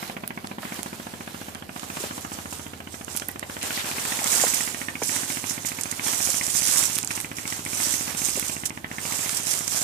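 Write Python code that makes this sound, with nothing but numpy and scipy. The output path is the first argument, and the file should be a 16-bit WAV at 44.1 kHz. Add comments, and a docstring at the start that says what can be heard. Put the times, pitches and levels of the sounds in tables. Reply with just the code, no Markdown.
"""Leaves rustle on both sides as someone pushes along a narrow path through stiff evergreen shrubs.
Sprigs scrape over a jacket close to the right microphone, twigs snap, bark rubs, feet knock on stones.
Far off a two-bladed helicopter hovers: each blade slap bounces off the ground, scatters in the scrub
and rolls back from the hillside, over a low rotor drone and a faint turbine rush."""
import sys
import numpy as np
from scipy import signal
from scipy.fft import rfft, irfft, next_fast_len
from scipy.io import wavfile
from scipy.ndimage import uniform_filter1d, map_coordinates

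SR = 44100
rng = np.random.default_rng(int(sys.argv[2]) if len(sys.argv) > 2 else 0)


def generate_wav(signal):
    """Clip the signal to [-1, 1] and save it as 16-bit WAV at the path in sys.argv[1]."""
    frames = np.transpose(np.atleast_2d(signal))
    scaled = np.clip(frames, -1, 1) * 32767
    pcm = np.round(scaled).astype(np.int16)
    wavfile.write(sys.argv[1], SR, pcm)


N = 433503
TIME = np.arange(N) / SR
BLADE_PERIOD_S, FIRST_BLADE_S = .069416, .0277
# walking changes the path to the helicopter: time_s, extra_travel_ms
TRAVEL = [(0.0, 1.6), (0.75, 1.5), (1.5, -0.2), (2.25, 1), (3.0, 0.06), (3.75, 0.5), (4.5, -2),
          (5.25, 0.03), (6.0, -1.17), (6.75, -0.8), (7.5, 0.35), (8.25, -0.04), (9.0, 2.53), (9.83, 2.5)]


def bough_contact(attack_s=0.049, bend_share=0.22, scrape_rest_db=-65, rustle_rest_db=-46.5):
    """Scrape and stereo rustle envelopes: boughs bend, slide, slip free and settle; powers add."""
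    # start_s, push_s, settle_s, scrape_db, rustle_db, left_minus_right_db
    boughs = [(-0.12, 0.2, 0.057, -47, -37, -5), (0.585, 0.064, 0.062, -45, -36, -6),
              (0.65, 0.11, 0.23, -39.5, -38.5, -5), (.85, 0.44, .08, -47, -45.5, -1),
              (1.29, 0.2, 0.075, -43.5, -43.5, -5), (1.67, 0.25, .13, -41, -42, -10),
              (1.89, 0.16, 0.11, -36, -35.5, 0), (2.1, 0.05, 0.12, -33.5, -38.5, -1),
              (2.27, 0.086, 0.13, -37.5, -40, -4), (2.45, 0.08, 0.14, -34.5, -41.5, -3),
              (2.86, 0.091, 0.15, -38.5, -49, -10), (3.05, 0.1, 0.15, -36.5, -44, -10),
              (3.42, 0.25, .13, -39, -40.5, 2), (3.595, 0.084, 0.12, -32, -31.5, 0),
              (3.69, 0.13, 0.24, -32.5, -35.5, 0.5), (3.83, 0.05, 0.11, -28.5, -28.5, 1),
              (3.92, 0.39, 0.073, -27, -30.5, 1), (4.225, 0.27, 0.076, -18, -28.5, -3),
              (4.53, 0.036, 0.16, -22, -31, -5), (4.7, 0.16, 0.21, -41, -41, -5),
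              (4.975, 0.15, 0.14, -25, -40, -6), (5.095, 0.056, 0.079, -23, -28.5, -3),
              (5.245, 0.051, 0.13, -24, -33.5, -7), (5.41, 0.078, 0.16, -28.5, -36.5, -7),
              (5.55, 0.43, .13, -33.5, -39.5, -6), (5.99, 0.14, 0.11, -21.5, -30.5, -3.5),
              (6.15, 0.31, 0.19, -24, -36, -2), (6.48, 0.23, 0.091, -18, -36.5, -2),
              (6.65, 0.2, 0.041, -17.5, -31.5, -5), (6.85, 0.11, 0.071, -25, -34.5, -5),
              (7.05, 0.072, 0.15, -30, -37.5, -2), (7.33, 0.048, 0.11, -32.5, -38.5, -3),
              (7.449, 0.017, 0.18, -26, -34, 1), (7.63, 0.2, 0.14, -28, -35, 0),
              (7.73, 0.22, 0.14, -21.5, -35.5, -1.5), (8.03, 0.039, 0.17, -34, -31.5, -7),
              (8.15, 0.38, 0.084, -27, -38.5, -8), (8.87, 0.1, .1, -35.5, -42, -3),
              (8.96, 0.43, 0.047, -25, -34, -4.5), (9.41, 0.13, 0.16, -22, -33.5, -1.5),
              (9.67, 0.11, 0.11, -21.5, -32.5, -2)]
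    t = np.arange(2 * SR) / SR
    scrape_power = np.full(N, amp(scrape_rest_db) ** 2)
    rustle_power = np.ones(N) * (amp(rustle_rest_db) * panned(-7.5)) ** 2
    for start_s, push_s, settle_s, scrape_db, rustle_db, side_db in boughs:
        bend = np.clip(t / (attack_s + bend_share * push_s), 0, 1)
        settle = np.exp(-np.maximum(t - push_s, 0) / settle_s)
        power = (bend * settle)[max(0, round(-start_s * SR)):] ** 2
        add(scrape_power, start_s, amp(scrape_db) ** 2 * power)
        add(rustle_power, start_s, (amp(rustle_db) * panned(side_db)) ** 2 * power)
    return np.sqrt(scrape_power), np.sqrt(rustle_power)


def leaf_rustle(envelope, flicker_db=1.1):
    """Leaves tap and slide on each other around the walker: a fine, even brush."""
    # freq_hz, gain_db
    leaf_spectrum = [(40, -33), (120, -14), (300, -2.5), (500, -3.5), (800, -1), (1300, -3), (2200, -3.5),
                     (3300, -4), (4400, -5.5), (6000, -9), (9000, -8.5), (14500, -10)]
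    level = envelope * amp(flicker_db * wobble(40))
    shared = crackle(rate_hz=1300, spread_db=4.0, life_s=0.0017)
    sides = np.array([crackle(rate_hz=1500, spread_db=0.5, life_s=0.0019) for _ in range(2)])
    brush = patchy(sides + 0.41 * shared, depth_db=1.8)
    return level * coloured(brush, leaf_spectrum)


def jacket_scrape(envelope, sprig_db=1.0, sprig_rate_hz=32, catch_db=1.0, catch_rate_hz=60):
    """Hard leaves drag over cloth in dense tiny catches; single sprigs whip past."""
    # start_s, level_db, length_s
    whips = [(0.36, -48, 0.0085), (0.457, -42, 0.019), (1.993, -33.5, 0.018), (2.323, -39, 0.019),
             (2.507, -35, 0.0098), (3.098, -38, 0.039), (3.162, -31, 0.017), (3.623, -34, 0.0089),
             (4.266, -27, 0.0081), (4.41, -24, 0.018), (4.535, -24.5, 0.021), (4.61, -27, 0.0046),
             (5.032, -25, 0.006), (5.488, -23, 0.018), (5.654, -22.5, 0.016), (5.685, -24, 0.0062),
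             (5.909, -27.5, 0.011), (6.032, -28, .01), (6.208, -24, 0.054), (6.31, -31, 0.015),
             (6.496, -23, 0.0085), (6.95, -32, 0.0078), (7.148, -28, 0.014), (7.367, -35, .012),
             (8.166, -24.5, 0.043), (8.241, -28, 0.043), (8.345, -30, 0.027), (8.477, -26, 0.009),
             (8.653, -17.5, 0.01), (8.74, -47, 0.054), (9.368, -24.5, 0.0088), (9.506, -27, 0.017)]
    # freq_hz, gain_db
    cloth_spectrum = [(300, -48), (1000, -25), (2500, -13.5), (4500, -11.5), (5500, -3), (6500, -0.5),
                      (7600, 1), (9000, -1.5), (11000, -6.5), (14500, -12)]
    # camera body shading the left microphone from the jacket: freq_hz, gain_db
    shade = [(500, 12), (2500, -6), (4500, -3), (5500, -7), (6500, -12.5), (8000, -28), (10000, -19.5),
             (14000, -13)]
    level = envelope * amp(sprig_db * wobble(sprig_rate_hz) + catch_db * wobble(catch_rate_hz))
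    for start_s, level_db, length_s in whips:
        age = 2 * np.arange(SR // 5) / SR / length_s
        add(level, start_s, amp(level_db) * age * np.exp(1 - age))
    right, left = [patchy(crackle(rate_hz=4000, spread_db=4.7, life_s=.0005), depth_db=1.7)
                   for _ in range(2)]
    left = filtered(coloured(left, cloth_spectrum), lambda hz: amp(log_interp(shade, hz)))
    return level * np.array([left, coloured(right, cloth_spectrum)])


def leaf_ticks(envelope, count=105, t60_s=0.006, boost_db=5, woody_db=-21):
    """Single stiff leaves flick against the walker, harder in thick shrubs."""
    # freq_hz, gain_db
    crisp_spectrum = [(1000, -41), (4000, 3), (6500, 9), (8500, -1), (11000, 9), (14500, 3)]
    # freq_hz, gain_db
    woody_spectrum = [(200, -19), (700, -5), (2000, 1), (4500, -1), (7000, -13), (14500, -18)]
    out, t = np.zeros((2, N)), np.arange(SR // 30) / SR
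    starts_s = rng.random(count) * N / SR
    for start_s, gain in zip(starts_s, np.interp(starts_s, TIME, envelope.mean(axis=0))):
        size_db, side_db = rng.uniform(-7, 5), rng.uniform(-14, -2)
        tick = rng.standard_normal((2, len(t))) * amp(-60 * t / t60_s)
        add(out, start_s, gain * amp(boost_db + size_db) * tick * panned(side_db))
    return coloured(out, crisp_spectrum) + amp(woody_db) * coloured(out, woody_spectrum)


def twig_snaps(click=3.5, splinter_t60_s=0.15, splinter_db=-25, woody_hz=2200):
    """A click, tearing fibres and brief splintering, at each twig's pitch over a duller woody band."""
    # start_s, level_db (over 5 ms), woody_relative_db, left_minus_right_db, break_t60_s, pitch_hz
    snaps = [(.277, -24.5, -12.5, -10, 0.0083, 12200), (.4716, -39, 4, -5, 0.0092, 8600),
             (0.8312, -27, -8.5, -22, .004, 8500), (1.5488, -37, 1, -16, 0.009, 7600),
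             (1.7961, -39, 4, -22, .005, 5900), (3.0467, -32, -21, -20, .008, 8300),
             (3.1645, -24, -22, -14, .006, 9100), (3.1725, -21.5, -11, -15, .02, 9100),
             (3.1984, -28, -3, -13, 0.0055, 6600), (3.2854, -23, -25, -16, 0.011, 11900),
             (3.3142, -34.5, -20, -18, .02, 11600), (3.3947, -29.5, -10, -16, 0.0075, 8340),
             (3.6296, -27, -4, -4, .018, 8500), (4.242, -20, -11, -19, .016, 7200),
             (4.274, -24, -5, -12, 0.015, 7060), (5.811, -22.5, -24, -22, 0.019, 8400),
             (5.8353, -22.5, -21, -17, .007, 7640), (5.9136, -26, -6, -15, 0.022, 7950),
             (6.3027, -19.5, -26, -17, .012, 7400), (6.4657, -22, -20, -13, 0.021, 7600),
             (6.8386, -23, -9, -11, .01, 7300), (6.9813, -27, -9, -14, .005, 9000),
             (6.9866, -20, -4.5, -16, .004, 9200), (7.0295, -25.5, -14, -19, 0.015, 6700),
             (7.0473, -24, -17, -15, 0.0065, 8600), (7.075, -25, -16, -14, 0.0046, 6260),
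             (7.1119, -28, 0, -16, 0.02, 8100), (7.152, -33, -12, -15, .005, 7000),
             (7.1655, -28, -13, -15, .005, 9000), (7.202, -26, -6, -10, 0.019, 9500),
             (7.2127, -28, -16, -15, .006, 10300), (7.477, -27.5, -7, -12, 0.011, 7500),
             (7.503, -28, -14, -15, .007, 6800), (7.6515, -28.5, -9, -15, .006, 8000),
             (8.249, -21, -17, -16, .009, 7500), (8.2548, -22, -22, -22, .016, 7500),
             (8.3967, -21, -11, -15, .009, 9600), (8.6966, -32, -9, -12, 0.013, 7800),
             (9.2932, -25.5, -1.5, -17, 0.014, 6460), (9.6782, -20, -26, -17, .025, 7230),
             (9.7893, -24, -15, -19, 0.013, 7400)]
    out, t = np.zeros((2, N)), np.arange(SR // 10) / SR
    for start_s, level_db, woody_db, side_db, t60_s, pitch_hz in snaps:
        decay = amp(-60 * t / t60_s) + amp(splinter_db - 60 * t / splinter_t60_s)
        bright = (level_db, pitch_hz, 0.27, side_db)
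        woody = (level_db + woody_db, woody_hz, 0.75, side_db / 2)
        for band_db, centre_hz, half_width_ln, pan_db in (bright, woody):
            fibres = rng.standard_normal((2, len(t))) * decay
            fibres[:, 0] = click
            snap = band(fibres, centre_hz, half_width_ln)
            snap *= np.sqrt(.005 * SR) / np.linalg.norm(snap, axis=1, keepdims=True)
            add(out, start_s, amp(band_db) * snap * panned(pan_db))
    return out


def knocks(attack_s=0.00029, t60_s=0.032, makeup_db=13.5):
    """Feet on stones, branches knocking: dull blows with one broad, damped resonance."""
    # start_s, level_db, pitch_hz, left_minus_right_db, half_width_ln
    blows = [(.63, -21, 1070, -4, 0.61), (2.002, -24, 308, 6, 0.33), (2.036, -18, 400, 5, 0.68),
             (4.216, -20, 814, 5, 0.29), (4.437, -8.5, 580, 4, 0.43), (5.018, -13.5, 586, -4, 0.44),
             (6.288, -23, 510, -3, .36), (8.373, -17.5, 330, -1, 0.5), (9.107, -26, 900, 0, .35),
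             (9.2923, -23.5, 1220, 0, 0.23)]
    out, t = np.zeros((2, N)), np.arange(SR // 6) / SR
    for start_s, level_db, pitch_hz, side_db, half_width_ln in blows:
        blow = rng.standard_normal(len(t)) * amp(-60 * t / t60_s) * (1 - np.exp(-t / attack_s))
        ring = band(blow, pitch_hz, half_width_ln, order=3)
        add(out, start_s, amp(level_db + makeup_db) * ring / np.linalg.norm(ring) * panned(side_db))
    return out


def rubs(grip_s=0.0044, slip_s=0.01, rough_db=3):
    """Rubbing branches and scuffing soles catch and slip in brief rasps."""
    # start_s, level_db, length_s, pitch_hz
    rasps = [(.64, -44, .13, 1600), (3.611, -33.5, .02, 2600), (3.741, -30.5, 0.023, 4200),
             (3.781, -30.5, 0.034, 2500), (3.886, -42, 0.0092, 1100), (4.455, -38, 0.02, 1000),
             (6.72, -38.5, .13, 1100), (8.9, -46, 0.072, 900)]
    out, t = np.zeros((2, N)), np.arange(SR // 8) / SR
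    knots_s = t[::90]
    for start_s, level_db, length_s, pitch_hz in rasps:
        catches = rng.standard_normal((2, len(t)))
        catches *= amp(rough_db * np.interp(t, knots_s, rng.standard_normal(len(knots_s))))
        rasp = unit(band(catches, pitch_hz, half_width_ln=0.46))
        envelope = np.minimum(t / grip_s, 1) * np.exp(-np.maximum(t - length_s, 0) / slip_s)
        add(out, start_s, amp(level_db) * envelope * rasp * panned(-2))
    return out


def helicopter(left_lag_s=0.00043, echo_delay_s=.0067, thump_echo_db=-17, slap_echo_db=-10.5):
    """A thump, clap and crack per blade, arriving from the right and echoing off the hillside."""
    # rotor heard as the shrubs open and close: time_s, thump_db, clap_db, crack_db, crack_pitch_hz
    rotor = [(0, -7.5, -13, -13, 2290), (.7, -5.5, -15, -18, 2020), (1.6, -9, -17, -18.5, 1400),
             (2.05, -7, -11, -17.5, 1370), (2.7, -9.5, -21.5, -17.5, 1550), (3.45, -7.5, -12.5, -15, 1730),
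             (3.95, -7.5, -18, -7.5, 2010), (4.7, -10.5, -16, -7.5, 1950), (4.95, -10, -24, -7.5, 1950),
             (5.4, -7.5, -13, -11.5, 2120), (6.4, -12, -14, -12, 2080), (7.3, -11, -20, -10, 2270),
             (8.2, -8, -23, -12, 2360), (8.9, -9, -25, -11, 2200), (9.83, -12, -9.5, -17, 2120)]
    beats_s = np.arange(FIRST_BLADE_S, N / SR, BLADE_PERIOD_S)
    beats_s += curves(TRAVEL, beats_s)[0] / 1000
    thump_db, clap_db, crack_db, pitch_hz = curves(rotor, beats_s)
    thumps = blade_thumps(beats_s, thump_db)
    slaps = blade_claps(beats_s, clap_db) + blade_cracks(beats_s, crack_db, pitch_hz)
    left, right = thumps + slaps
    echo_feed = delayed(amp(thump_echo_db) * thumps + amp(slap_echo_db) * slaps[1], echo_delay_s)
    return np.array([delayed(left, left_lag_s), right]) + hillside_echo(echo_feed)


def blade_thumps(beats_s, levels_db, bounce_s=0.0012, bounce_gain=0.36):
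    """Suction pulses with close ground reflections; the slope returns them duller."""
    # freq_hz, gain_db
    thump_spectrum = [(25, -44), (50, -42), (85, -15.5), (140, -9.5), (240, 1), (300, -0.5), (370, -6),
                      (460, -16), (700, -12.5), (1200, -9.5), (2000, -71), (4000, -70)]
    # close ground reflection, its delay drifting as the walker moves: time_s, delay_ms, gain
    ground_echo = [(0, 4.7, 0.49), (1.5, 4.9, 0.11), (3.5, 7.3, 0.18), (5, 7.6, 0.24), (9.83, 9.4, 0.027)]
    # freq_hz, gain_db
    slope_spectrum = [(35, -40), (80, -15), (110, -2), (160, -4.5), (250, -13), (300, -1.5), (420, -10),
                      (1500, -80)]
    # two paths via the slope below the helicopter: delay_s, gain
    slope_echoes = [(0.015, -0.15), (0.0207, 0.21)]
    bobbing = np.interp(beats_s, TIME, wobble(1.922))  # microphone height varies
    lags_s = bounce_s * np.exp(0.26 * bobbing)
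    pulses = np.zeros(N)
    for beat_s, level_db, lag_s in zip(beats_s, levels_db, lags_s):
        echo_ms, echo_gain = curves(ground_echo, beat_s)
        for delay_s, gain in [(-lag_s / 2, 1), (lag_s / 2, bounce_gain), (echo_ms / 1000, echo_gain)]:
            add(pulses, beat_s + delay_s, -gain * amp([level_db]))
    dull = coloured(pulses, slope_spectrum)
    echoes = sum(gain * delayed(dull, delay_s) for delay_s, gain in slope_echoes)
    return coloured(pulses, thump_spectrum) + echoes


def blade_claps(beats_s, levels_db, lead_s=0.001195):
    """A hollow clap just ahead of each thump."""
    # freq_hz, gain_db
    clap_spectrum = [(300, -34), (520, -0.5), (750, 7), (950, 4.5), (1300, -1.5), (1700, 2.5), (2600, -38),
                     (6000, -70)]
    out = np.zeros((2, N))
    for beat_s, clap in zip(beats_s, scattered_pulses(beats_s, levels_db, t60_s=0.044)):
        add(out, beat_s - lead_s, clap)
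    return coloured(out, clap_spectrum) * panned(-2.3)


def blade_cracks(beats_s, levels_db, pitches_hz, lead_s=0.00039, flutter_db=0.5):
    """Each blade meets several tip vortices in a row: a crack with a pitched onset."""
    # blades that cut through a vortex or miss it: time_s, extra_db
    vortex_hits = [(.167, 0), (.305, 0), (3.22, 4), (3.29, 3), (3.43, 6), (3.71, 4), (3.78, 2), (4.12, 2.5),
                   (4.47, 3.5), (4.885, 2.5), (6.0, 4.5), (6.41, 5.5), (6.76, 1), (6.9, -5), (7.04, -4),
                   (7.11, 4), (7.39, 0.5), (7.46, 0), (7.52, 3.5), (7.59, -5), (7.66, 2.5), (8.64, 2.5),
                   (8.84, 3), (8.98, 4)]
    # freq_hz, gain_db
    crack_spectrum = [(250, -61), (450, -3.5), (750, 9), (1100, 2), (1500, 5.5), (2100, 6.5), (2800, 5),
                      (3300, 0), (4300, -16), (8000, -70)]
    extra_db = np.zeros(len(beats_s))
    for time_s, hit_db in vortex_hits:
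        extra_db[np.argmin(np.abs(beats_s - time_s))] = hit_db
    repeat_gains = np.clip(.36 + 0.059 * extra_db, 0, .9)  # harder slap, clearer pitch
    crack_db = levels_db + extra_db + flutter_db * rng.standard_normal(len(beats_s))
    cracks = scattered_pulses(beats_s, crack_db, t60_s=0.046)
    out = np.zeros((2, N))
    for start_s, crack, pitch_hz, gain in zip(beats_s - lead_s, cracks, pitches_hz, repeat_gains):
        add(out, start_s, crack)
        spacing_s = np.exp(0.08 * rng.standard_normal()) / pitch_hz
        for step in (-1.96, -0.93, 1.1, 2.05):
            add(out, start_s + step * spacing_s, gain ** abs(step) * crack[:, :SR // 250])
    return coloured(out, crack_spectrum) * panned(-6.5)


def scattered_pulses(beats_s, levels_db, t60_s):
    """One sharp pulse per blade, with a short tail scattered by the scrub."""
    # time_s, scattered_to_direct_gain
    scrub_scatter = [(0, 1.5), (3.4, 1.21), (3.8, 0.93), (9.83, 0.83)]
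    tail_gain, = curves(scrub_scatter, beats_s)
    t = np.arange(SR // 16) / SR
    tails = rng.standard_normal((len(beats_s), 2, len(t))) * amp(-60 * t / t60_s)
    pulses = tail_gain[:, None, None] * tails / np.linalg.norm(tails, axis=2, keepdims=True)
    pulses[:, :, 0] -= 1  # direct arrival
    return pulses * amp(levels_db)[:, None, None]


def hillside_echo(x):
    """Echoes from slope and trees, crossfading from spot to spot as the walker moves."""
    # freq_hz, t60_s
    decay_times = [(60, 0.36), (250, 0.71), (800, 0.24), (3000, 0.094)]
    wet, spots_s = np.zeros((2, N)), np.linspace(0, N / SR, num=15)
    for spot_s in spots_s:
        hz, t, noise = signal.stft(rng.standard_normal((3, SR // 4)), SR)
        apart = np.minimum(hz / 700, 1)[:, None]  # bass is alike on both sides
        stereo = apart * noise[:2] + np.sqrt(1 - apart ** 2) * noise[2]
        tail = signal.istft(stereo * amp(-60 * t / log_interp(decay_times, hz)[:, None]))[1]
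        tail /= np.linalg.norm(tail[0])
        fade = np.sqrt(np.maximum(1 - np.abs(TIME - spot_s) / spots_s[1], 0))
        active = np.flatnonzero(fade)
        add(wet, active[0] / SR, signal.fftconvolve((x * fade)[None, active], tail, axes=1))
    return wet


def rotor_drone(waver_db=-1.5, drift_hz=0.91, hum_wander_rad=0.38, rumble_wander_rad=2.8):
    """Low blade-rate harmonics: a hum in step with the blades over a wandering rumble."""
    # harmonic, relative_db
    hum = [(7, 2.5), (9, -10), (10, 0.5), (11, 0.5), (12, -9), (19, -6), (21, -6)]
    # harmonic, relative_db
    rumble = [(4, -8.5), (5, -0.5), (6, 2.5)]
    # time_s, hum_db, rumble_db
    levels = [(0, -58, -75), (1.3, -58.5, -60), (2.4, -57, -52), (3.6, -70, -53.5), (4.35, -67, -57.5),
              (4.9, -55, -59), (5.5, -52, -74), (6.3, -54, -52), (7.0, -48, -61), (8.4, -54, -52),
              (9.3, -52, -58), (9.83, -51, -68)]
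    travel_s = curves(TRAVEL)[0] / 1000
    blade_rad = 2 * np.pi * (TIME - FIRST_BLADE_S - travel_s) / BLADE_PERIOD_S
    hum_db, rumble_db = curves(levels)
    layers = [(hum, hum_db, hum_wander_rad), (rumble, rumble_db, rumble_wander_rad)]
    out = np.zeros(N)
    for partials, level_db, wander_rad in layers:
        tones = np.zeros(N)
        for harmonic, relative_db in partials:
            gain = amp(relative_db + waver_db * wobble(drift_hz))
            tones -= gain * np.cos(harmonic * blade_rad + wander_rad * wobble(drift_hz))
        out += amp(level_db) * unit(tones)
    return out * panned(-2.9)


def distant_rush(level_db=-49):
    """Faint steady noise of the far turbine and the hillside."""
    # freq_hz, gain_db
    rush_spectrum = [(20, -8), (45, -3), (80, 5), (200, 8), (400, 5), (800, -3.5), (1500, -35), (3000, -35),
                     (8000, -42), (14500, -38)]
    noise = rng.standard_normal((3, N))
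    return amp(level_db) * unit(coloured(noise[2] + 0.96 * noise[:2], rush_spectrum))


def crackle(rate_hz, spread_db, life_s):
    """Noise of many tiny, decaying contacts of uneven size."""
    hits = rng.random(N) < rate_hz / SR
    sizes = amp(spread_db * np.clip(rng.standard_normal(N), -2, 2))
    power = signal.lfilter([1], [1, -np.exp(-1 / (life_s * SR))], hits * sizes ** 2)
    return unit(np.sqrt(np.abs(power)) * rng.standard_normal(N))


def patchy(x, depth_db):
    """Each leaf has its own colour: random gain patches in time and frequency."""
    frames = signal.stft(x, nperseg=512)[2]
    patches = uniform_filter1d(rng.standard_normal(frames.shape), size=7, axis=-2)
    patches = uniform_filter1d(patches, size=8, axis=-1)
    return unit(signal.istft(frames * amp(depth_db * unit(patches)))[1][..., :N])


def wobble(rate_hz):
    """Smooth random curve, rate_hz knots per second."""
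    return map_coordinates(rng.standard_normal(int(N * rate_hz / SR) + 4), [TIME * rate_hz], order=2)


def band(x, centre_hz, half_width_ln, order=2):
    """Broad resonance; half-width in natural-log frequency."""
    edges_hz = np.minimum(centre_hz * np.exp([-half_width_ln, half_width_ln]), [SR / 3, SR / 2.1])
    return signal.sosfilt(signal.butter(order, edges_hz, "band", fs=SR, output="sos"), x)


def filtered(x, response):
    """Apply response(hz) by FFT."""
    size = next_fast_len(x.shape[-1] + SR // 8)
    return irfft(rfft(x, size) * response(np.fft.rfftfreq(size, 1 / SR)), size)[..., :x.shape[-1]]


def coloured(x, spectrum):
    """Apply a spectrum; white input keeps its power."""
    return filtered(x, lambda hz: unit(amp(log_interp(spectrum, hz))))


def delayed(x, delay_s):
    """Fractional delay."""
    return filtered(x, lambda hz: np.exp(-2j * np.pi * hz * delay_s))


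def log_interp(points, hz):
    """Read (freq_hz, value) points on a log axis."""
    knots_hz, values = np.transpose(points)
    return np.interp(np.log(hz + 1), np.log(knots_hz + 1), values)


def curves(rows, at_s=TIME):
    """Interpolate each column after time_s."""
    times_s, *columns = np.transpose(rows)
    return [np.interp(at_s, times_s, column) for column in columns]


def panned(side_db):
    """Stereo gains of mean power 1; side_db is left minus right."""
    gains = amp(np.array([side_db, -side_db]) / 2).reshape(2, -1)
    return gains / np.sqrt(np.mean(gains ** 2, axis=0))


def add(track, start_s, sound):
    """Mix in place."""
    start = int(np.clip(round(start_s * SR), 0, N - 1))
    track[..., start:start + sound.shape[-1]] += sound[..., :N - start]


def amp(db):
    """Decibels to gain."""
    return 10 ** (np.asarray(db) / 20)


def unit(x):
    """Scale to rms 1."""
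    return x / np.sqrt(np.mean(x ** 2) + 1e-20)


def scene():
    """The walker in the shrubs, the rotor far off."""
    scrape, rustle = bough_contact()
    rotor = helicopter() + rotor_drone()
    leaves = jacket_scrape(scrape) + leaf_rustle(rustle) + leaf_ticks(rustle + 0.21 * scrape)
    return leaves + twig_snaps() + rubs() + knocks() + rotor + distant_rush()


def record(dry, ceiling=.75, cutoff_hz=14750):
    """Soft-limit the highest peaks, then brick-wall low-pass."""
    rounded = dry / (1 + (dry / ceiling) ** 6) ** (1 / 6)
    return filtered(rounded, lambda hz: hz < cutoff_hz)


dry = scene()
out = record(dry)
generate_wav(out)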